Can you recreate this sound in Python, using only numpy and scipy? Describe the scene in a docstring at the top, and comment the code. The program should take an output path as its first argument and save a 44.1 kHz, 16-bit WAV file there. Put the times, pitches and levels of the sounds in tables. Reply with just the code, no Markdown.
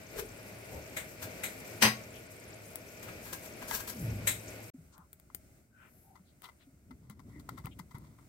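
"""A gas flame roars under a fizzing charcoal disc; the stove hums and booms once.
Steel tongs clink, clatter on the pan support and scrape the disc into a glass burner; steel and glass ring.
The scene cuts to a quiet kitchen: incense ticks on the hot disc and a spoon pats and crumbles it.
Dull knocks carry through the counter. All is heard from close by."""
import sys
import numpy as np
from scipy import signal
from scipy.fft import rfft, irfft
from scipy.io import wavfile

SR = 44100
rng = np.random.default_rng(int(sys.argv[2]) if len(sys.argv) > 2 else 0)


def dump(signal):
    """Clip the signal to [-1, 1] and save it as 16-bit WAV at the path in sys.argv[1]."""
    limited = np.clip(np.atleast_2d(signal).T, -1, 1)
    pcm = np.round(limited * 32767).astype(np.int16)
    wavfile.write(sys.argv[1], SR, pcm)


N = 365148

# Spectral outlines. Each row: frequency in Hz, relative level in dB.
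ROOM_EQ = [(25, -18), (70, 7), (200, -3), (380, -8.5), (480, -16), (630, -9), (1000, -29), (1450, -18),
           (1750, -24.5), (2150, -19.5), (3300, -32.5), (8000, -23.5), (11000, -28), (16000, -26.5)]
RUMBLE_EQ = [(25, -21.5), (65, 4.5), (140, 3), (280, -3), (420, -14.5), (800, -31.5), (3000, -63)]
FLAME_EQ = [(25, -26), (55, -4.5), (110, 1), (260, -1.5), (520, -2.5), (1000, -15), (2400, -15),
            (3400, -22), (5000, -20), (16000, -38)]
FIZZ_EQ = [(1500, -21.5), (3500, -28.5), (5000, -1), (8000, 4.5), (10000, -2.5), (12000, 6), (16000, -3)]
CRUMB_EQ = [(200, 2), (1000, -5.5), (4000, -7), (5500, -11.5), (8500, 0.5), (12000, 2.5), (16000, 6)]
PAT_EQ = [(150, -13), (600, -14), (950, 5.5), (1350, 2.5), (1700, -14.5), (2050, 2), (2500, -21.5),
          (3400, -11.5), (6000, -13.5), (16000, -16)]  # spoon on soft incense
GRATE_EQ = [(60, -8), (200, 2.5), (450, -1.5), (800, 1), (1400, 1.5), (2600, 4.5), (3600, -4.5), (5200, -3),
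            (7000, -13), (9000, -12), (12500, -8.5), (16000, -16.5)]  # pan support
TONGS_EQ = [(100, -14), (500, -6), (1000, -9.5), (2100, 5), (3000, -1.5), (3900, 0.5), (4800, -10),
            (6500, -1), (8200, 4.5), (10200, -7.5), (11500, 5.5), (12800, -7), (16000, -3.5)]
GLASS_EQ = [(100, 8), (700, 2.5), (1200, 9), (1800, 5.5), (3400, 3), (6000, 4), (8200, 6), (9500, -4),
            (12000, 10), (16000, -3)]
# Modes of pan support, tongs and glass. Each row: frequency in Hz, relative level in dB, t60 in seconds.
GRATE_RING = [(748.2, -11.5, .3), (1107, -4.5, 0.25), (1325, -0.5, .16), (1825, -4.5, .25),
              (1948, 2.5, 0.16), (2360, -7.5, 0.27), (2784, -1.5, 0.17), (3830, 0, 0.19), (4210, -2.5, .17),
              (4870, -8, .2), (4965, 2, 0.161), (5400, -4, 0.067), (6068, 1, 0.14), (6350, -2, 0.13),
              (8266, -6, .18), (9320, -7.5, .17), (10800, -7, 0.18), (12800, -5, .1), (14460, -11, .16)]
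TONGS_RING = [(1960, -5, 0.146), (2180, -4, 0.24), (2450, -2, 0.049), (3150, -14, .18), (3850, -7, .11),
              (6400, 1, 0.1), (7300, -8, 0.12), (8350, 0, 0.11), (7920, -1, .11), (7770, -9.5, 0.11),
              (9390, -12, .12), (11330, -3, 0.21), (11400, -5, 0.15), (13440, -0.5, .1), (14890, -6, 0.087)]
GLASS_RING = [(1033, 3, 0.031), (1626, -3.5, 0.14), (5480, -13.5, 0.15), (6730, -7, 0.07),
              (7840, -7, 0.036), (10200, 3, 0.026), (13720, -5, 0.12), (15400, 5, 0.024)]
# Gas burner resonances. Each row: centre in Hz, width in Hz, boost in dB.
BURNER_PEAKS = [(633, 54, 8.5), (1450, 53, 8), (2330, 790, 8)]
# Flame strength. Each row: time in seconds, roar level in dB.
ROAR_LEVELS = [(0, -49), (1.0, -47), (1.7, -46), (2.3, -51), (3.1, -48.5), (4.0, -47), (4.7, -47.5)]
# Knocks through the counter. Each row: start in seconds, level in dB, pitch in Hz, t60 in seconds.
COUNTER_KNOCKS = [(.16, -52, 43.7, 0.77), (0.749, -39, 76.6, 0.23), (1.23, -41.5, 103, .29),
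                  (1.826, -25.5, 217, 0.31), (1.85, -34, 120.5, 0.36), (4.743, -39.5, 260.6, 0.079),
                  (4.78, -46.5, 158, 0.19), (4.989, -48.5, 174, 0.079), (6.198, -51, 183, 0.12),
                  (6.67, -50, 267, .11), (6.905, -45, 254, 0.14), (7.101, -44, 208, .12),
                  (7.359, -44, 298, 0.12), (7.54, -44.5, 240, 0.099), (7.645, -25.5, 128, 0.044),
                  (7.796, -40, 167, .09), (7.946, -26, 123, 0.032)]
# Cracking crumbs. Each row: time in seconds, level in dB, treble in dB.
CRUMB_TICKS = [(2.7577, -25, -2), (4.9803, -44, -5), (5.131, -35.5, -1.5), (5.1992, -47.5, -0.5),
               (5.3481, -27, 0), (6.4204, -39.5, -4), (7.0992, -35, -10.5), (7.492, -45, -2),
               (7.6577, -28, -10), (7.79, -45, -2), (7.9839, -49, -0.5)]
# Pats of tongs, fingers, spoon. Each row: time in seconds, level in dB, t60 in seconds, treble in dB.
SOFT_PATS = [(3.712, -26.5, 0.023, -6), (5.301, -54, 0.011, -17), (6.159, -54.5, 0.092, -6.5),
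             (6.44, -50, 0.19, -2), (6.49, -49.5, 0.053, -14), (6.911, -49, 0.042, -10),
             (7.102, -53.5, 0.095, 1), (7.196, -53, .054, -3), (7.398, -55, 0.05, 5),
             (7.491, -32, 0.02, -8.5), (7.578, -45, 0.078, -5), (7.649, -50, 0.11, -5),
             (7.669, -35.5, 0.025, -20), (7.794, -46, 0.058, 0), (7.914, -55, .058, 1),
             (7.951, -47.5, .11, -9), (8.185, -60, 0.083, -8)]
# Rubs and squeaks. Each row: centre in seconds, level in dB, half length in seconds, pitch and width in Hz.
SOFT_RUBS = [(.2, -41.5, 0.049, 421, 128), (.76, -44.5, 0.052, 451, 770), (2.165, -57.5, 0.026, 2980, 1090),
             (3.735, -43, 0.029, 1634, 160), (4.02, -54, 0.059, 12700, 7000),
             (4.485, -51.5, .01, 7050, 3500), (4.94, -65.5, 0.015, 5860, 6070),
             (4.99, -61.5, .055, 1120, 700), (5.81, -62.5, 0.06, 1462, 240), (5.84, -63, 0.056, 1728, 2300),
             (5.99, -69, 0.13, 12160, 5000), (6.11, -65, 0.055, 798, 239), (6.29, -76, 0.031, 3890, 1805),
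             (6.45, -55, .013, 3470, 1990), (6.62, -67, 0.023, 2540, 3610), (7.36, -65, .04, 2020, 320),
             (7.725, -62.5, .013, 3080, 1384)]
# Tongs bouncing on the pan support. Each row: time in seconds, level in dB, rise in seconds.
GRATE_BLOWS = [(1.826, -19, .0046), (1.838, -29, .002), (1.852, -24, .002), (1.869, -38.5, .001)]
# Jaws of the tongs meeting. Each row: time in seconds, level in dB, treble in dB.
JAW_CLINKS = [(0.969, -31, -9.5), (1.437, -30, -8), (4.274, -25, -2.5)]
# Steel on charcoal and glass. Each row: time in seconds, level in dB, rise and t60 in seconds, treble in dB.
STEEL_SCRAPES = [(.197, -34.5, 0.017, 0.061, -2.5), (.395, -47, 0.0052, 0.068, -24),
                 (1.228, -37, 0.0064, 0.12, -2), (3.03, -44.5, .004, 0.15, -3.5),
                 (3.09, -39, 0.0092, 0.087, -16), (3.258, -46.5, 0.015, 0.59, -3),
                 (3.331, -34.5, 0.0024, 0.071, -1), (3.462, -48.5, 0.014, 0.052, 0.5),
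                 (3.625, -37.5, 0.0087, 0.13, -12.5), (3.683, -49.5, .004, 0.32, 6.5),
                 (3.75, -34, 0.018, 0.14, 1), (3.805, -36, 0.0056, 0.057, -6.5),
                 (3.877, -39.5, 0.0025, 0.11, 0), (3.9, -48, .008, 0.081, 8)]

FLAME_END_S, QUIET_START_S = 4.703, 4.736
RIGHT_LAG_SAMPLES = 10
TIME_S = np.arange(N) / SR


def amp(db):
    return 10 ** (np.asarray(db) / 20)


def unit_rms(x):
    return x / np.sqrt(np.mean(x ** 2))


def pan(left_minus_right_db):
    return amp([[left_minus_right_db / 2], [-left_minus_right_db / 2]])


def fade(t, t60_s):
    return np.exp(-np.log(1000) * t / t60_s)


def swell(start_s, attack_s, hold_s, t60_s):
    """Linear rise, hold, exponential decay."""
    t = TIME_S - start_s
    return np.clip(t / attack_s, 0, 1) * fade(np.maximum(t - attack_s - hold_s, 0), t60_s)


def walk(rate_hz):
    """Random drift, spread near 1."""
    knots = rng.standard_normal(2048)
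    return 1.2 * np.interp(TIME_S * rate_hz, np.arange(len(knots)), knots)


def grit(spread_db, shared=0.24):
    """Stereo noise of unequal micro-impacts; the shared part arrives later on the right."""
    sizes = amp(spread_db * np.minimum(rng.exponential(size=N // 16 + 1), 4))
    left, other = rng.standard_normal((2, N)) * np.repeat(sizes, 16)[:N]
    right = shared * np.roll(left, RIGHT_LAG_SAMPLES) + np.sqrt(1 - shared ** 2) * other
    return unit_rms(np.array([left, right]))


def lowpass(x, hz, order=2):
    return signal.sosfiltfilt(signal.butter(order, hz, fs=SR, output="sos"), x)


def convolve(x, response):
    return signal.oaconvolve(x, np.atleast_2d(response), axes=1)[:, :N]


def colour(x, outline, peaks=(), size=4096):
    """Unit-power minimum-phase filter. Each peak: centre in Hz, width in Hz, boost in dB."""
    bins_hz = np.fft.rfftfreq(size, 1 / SR) + 1
    outline_hz, outline_db = np.transpose(outline)
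    gain_db = np.interp(np.log(bins_hz), np.log(outline_hz), outline_db)
    gain_db += sum(db / (1 + (2 * (bins_hz - hz) / width_hz) ** 2) for hz, width_hz, db in peaks)
    cepstrum = irfft(np.log(unit_rms(amp(gain_db))))
    cepstrum[1:size // 2] *= 2
    cepstrum[size // 2 + 1:] = 0
    return convolve(x, irfft(np.exp(rfft(cepstrum))))


def contacts(rows, grit_db, pan_db, snap_db=19):
    """Each contact: a shower of micro-impacts plus one click, harder for a faster rise."""
    out, noise = np.zeros((2, N)), grit(grit_db)
    dull = lowpass(noise, 3000)
    bright = noise - dull
    for at_s, db, rise_s, t60_s, treble_db in rows:
        span = np.arange(max(int((at_s - .3) * SR), 0), min(int((at_s + .5) * SR), N))
        t = span / SR - at_s
        force = np.exp(np.minimum(t, 0) / rise_s) * fade(np.maximum(t, 0), t60_s)
        out[:, span] += amp(db) * force * (dull[:, span] + amp(treble_db) * bright[:, span])
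        snap = amp(db + snap_db) / (1 + rise_s / 0.00023) ** 2
        out[[0, 1], int(at_s * SR) + np.array([0, RIGHT_LAG_SAMPLES])] += snap
    return out * pan(pan_db)


def swishes(rows, glide_oct_per_s=0):
    """Short bell-shaped swells of band noise."""
    out = np.zeros((2, N))
    for at_s, db, half_s, hz, width_hz in rows:
        span = np.arange(max(int((at_s - 3 * half_s) * SR), 0), min(int((at_s + 3 * half_s) * SR), N))
        t = span / SR - at_s
        noise = rng.standard_normal((2, 2, len(t) + 2048))
        flutter = unit_rms(lowpass(noise, width_hz / 2)[..., 1024:-1024])
        phase = 2 * np.pi * np.cumsum(hz * 2 ** (glide_oct_per_s * t)) / SR
        band = flutter[0] * np.sin(phase) + flutter[1] * np.cos(phase)
        out[:, span] += amp(db) * np.exp(-(t / half_s) ** 2) * band
    return out


def ring(force, modes):
    """Force drives decaying modes, random phase per channel."""
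    t = np.arange(SR // 2) / SR
    phases = rng.uniform(0, 2 * np.pi, (len(modes), 2, 1))
    response = sum(amp(db) * fade(t, t60_s) * np.sin(2 * np.pi * hz * t + phase)
                   for (hz, db, t60_s), phase in zip(modes, phases))
    return convolve(force, unit_rms(response) / np.sqrt(len(t)))


def reflections(x, t60_s, wet_db):
    """Adds dense echoes from counter and tiles."""
    t = np.arange(SR // 2) / SR
    tail = rng.standard_normal((2, len(t))) * fade(t, t60_s) * (t > .002)
    return x + amp(wet_db) * convolve(x + x[::-1] / 2, unit_rms(tail) / np.sqrt(len(t)))


def shade(x, pan_db, above_hz=6300):
    """The phone body shades the right microphone from top treble."""
    low = lowpass(x, above_hz, order=4)
    return low + (x - low) * pan(pan_db)


def quiet_room():
    """Faint air; hands rumble and rustle, more during spoon work and after each knock."""
    air = colour(grit(0), ROOM_EQ) * amp(-63 + 2.2 * walk(7)) * pan(.5)
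    rest = amp(-70)
    work = amp(-51) * swell(start_s=6.61, attack_s=0.83, hold_s=0.13, t60_s=3.7)
    jolts = sum(amp(db - 21) * swell(at_s, knock_t60_s / 2, 0, t60_s=0.48) * np.sqrt(knock_t60_s / 0.17)
                for at_s, db, _, knock_t60_s in COUNTER_KNOCKS)
    motion = np.sqrt(rest ** 2 + work ** 2 + jolts ** 2) * amp(4.4 * np.tanh(walk(28)))
    rumble = colour(grit(0, shared=0.56), RUMBLE_EQ) * pan(1.3)
    rustle = colour(grit(4.1), PAT_EQ, [(3650, 5900, 5.6)]) * amp(-20.5 + 3.1 * walk(20)) * pan(1.7)
    return air + motion * (rumble + rustle)


def stove(hum_hz=108.5, hum_db=-62, boom_hz=277, boom_db=-38):
    """Low wavering hum; one boom swells while its pitch falls to the hum."""
    boom_start_s, attack_s = 3.935, .125
    level = amp(hum_db) + amp(boom_db) * swell(boom_start_s, attack_s, hold_s=0.056, t60_s=1.2)
    pitch_hz = np.interp(TIME_S - boom_start_s, [0, attack_s], [boom_hz, hum_hz], left=hum_hz)
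    phase = 2 * np.pi * np.cumsum(pitch_hz * (1 + .03 * walk(30))) / SR
    tone = np.sqrt(2) * np.sin(phase) * amp(2.1 * walk(22)) * pan(2.1)
    flutter = colour(grit(0, shared=.9), RUMBLE_EQ) * amp(-3)
    return level * (tone + flutter)


def counter(rise_s=0.0044):
    """Soft blows swing the counter for a few cycles."""
    out = np.zeros(N)
    for at_s, db, hz, t60_s in COUNTER_KNOCKS:
        start = int(at_s * SR)
        t = np.arange(min(SR // 2, N - start)) / SR
        envelope = amp(db) * (1 - np.exp(-t / rise_s)) * fade(t, t60_s)
        out[start:start + len(t)] += envelope * np.sqrt(2) * np.sin(2 * np.pi * hz * t)
    return out * pan(1.5)


def sizzle(count=190, width_hz=2200):
    """Tiny gas jets leave pores of the hot charcoal, each at its own pitch."""
    jets = [(FLAME_END_S * when, 6 * size, .002 + .005 * length, 5000 + 6500 * pitch, width_hz)
            for when, size, length, pitch in rng.random((count, 4))]
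    return amp(-62) * swishes(jets)


def flame(fizz_growth_db_per_s=.5):
    """Turbulent gas roars in the burner; the fizz follows the heat and grows as the disc catches."""
    heat_db = np.interp(TIME_S, *np.transpose(ROAR_LEVELS))
    roar = colour(grit(0), FLAME_EQ, BURNER_PEAKS) * amp(heat_db + walk(12)) * pan(1.2)
    fizz_db = heat_db - 12 + fizz_growth_db_per_s * TIME_S
    fizz = colour(grit(2.7), FIZZ_EQ) * amp(fizz_db + 2.2 * walk(25)) + sizzle()
    return roar + fizz * pan(5)


def incense(tick_rise_s=0.0005, tick_t60_s=0.0084, pat_rise_per_t60=0.044):
    """Crumbs of charcoal and incense crack; tongs, fingers and spoon pat and rub them."""
    tick_rows = [(at_s, db, tick_rise_s, tick_t60_s, treble_db) for at_s, db, treble_db in CRUMB_TICKS]
    pat_rows = [(at_s, db, pat_rise_per_t60 * t60_s, t60_s, treble_db)
                for at_s, db, t60_s, treble_db in SOFT_PATS]
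    ticks = colour(contacts(tick_rows, grit_db=-3, pan_db=10.5, snap_db=16.5), CRUMB_EQ)
    pats = colour(contacts(pat_rows, grit_db=4.5, pan_db=8.5, snap_db=5), PAT_EQ)
    rubs = swishes(SOFT_RUBS, glide_oct_per_s=-0.68) * pan(5.6)  # pitch sinks as a rub slows
    return reflections(ticks + pats + rubs, t60_s=0.084, wet_db=-12)


def tongs(blow_t60_s=0.14, clink_rise_s=.0024, clink_t60_s=.165):
    """Steel tongs rattle on the pan support, clink, and scrape the disc into the glass."""
    hardest_db = max(db for _, db, _ in GRATE_BLOWS)
    blow_rows = [(at_s, db, rise_s, blow_t60_s, 3 + 1.7 * (db - hardest_db))  # softer is duller
                 for at_s, db, rise_s in GRATE_BLOWS]
    clink_rows = [(at_s, db, clink_rise_s, clink_t60_s, treble_db) for at_s, db, treble_db in JAW_CLINKS]
    blows = contacts(blow_rows, grit_db=2.5, pan_db=2.5)
    clinks = contacts(clink_rows, grit_db=-0.06, pan_db=3)
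    scrapes = contacts(STEEL_SCRAPES, grit_db=1, pan_db=4)
    grate_peaks = [(4100, 370, 2.8), (6110, 250, 9), (8100, 340, 12), (9480, 300, 6)]
    jaw_peaks = [(2120, 230, 2.8), (7220, 82, 4.7)]
    grate = amp(0.77) * colour(blows, GRATE_EQ, grate_peaks) + amp(-9) * ring(blows, GRATE_RING)
    jaws = amp(4) * colour(clinks, TONGS_EQ, jaw_peaks) + amp(-6) * ring(clinks, TONGS_RING)
    glass = amp(-0.24) * colour(scrapes, GLASS_EQ) + amp(-10.5) * ring(scrapes, GLASS_RING)
    return shade(reflections(grate + jaws + glass, t60_s=0.26, wet_db=-8.5), pan_db=4)


def scene(ramp_s=.004):
    """Stove, a moment of silence, quiet kitchen."""
    stove_gate = np.clip((FLAME_END_S - TIME_S) / ramp_s, 0, 1)
    quiet_gate = np.clip((TIME_S - QUIET_START_S) / ramp_s, 0, 1)
    return (stove_gate * (flame() + stove() + tongs())
            + quiet_gate * quiet_room()
            + (stove_gate + quiet_gate) * (incense() + counter()))


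def record(dry):
    """Long waves reach both microphones alike; steep top cut."""
    narrow_below_hz, top_hz = 450, 15800
    mid, side = (dry[0] + dry[1]) / 2, (dry[0] - dry[1]) / 2
    side = side - 0.75 * lowpass(side, narrow_below_hz, order=1)
    pair = np.array([mid + side, mid - side]) * pan(0.45)
    return signal.sosfilt(signal.ellip(10, .2, 70, top_hz, fs=SR, output="sos"), pair)


dry = scene()
out = record(dry)
dump(out)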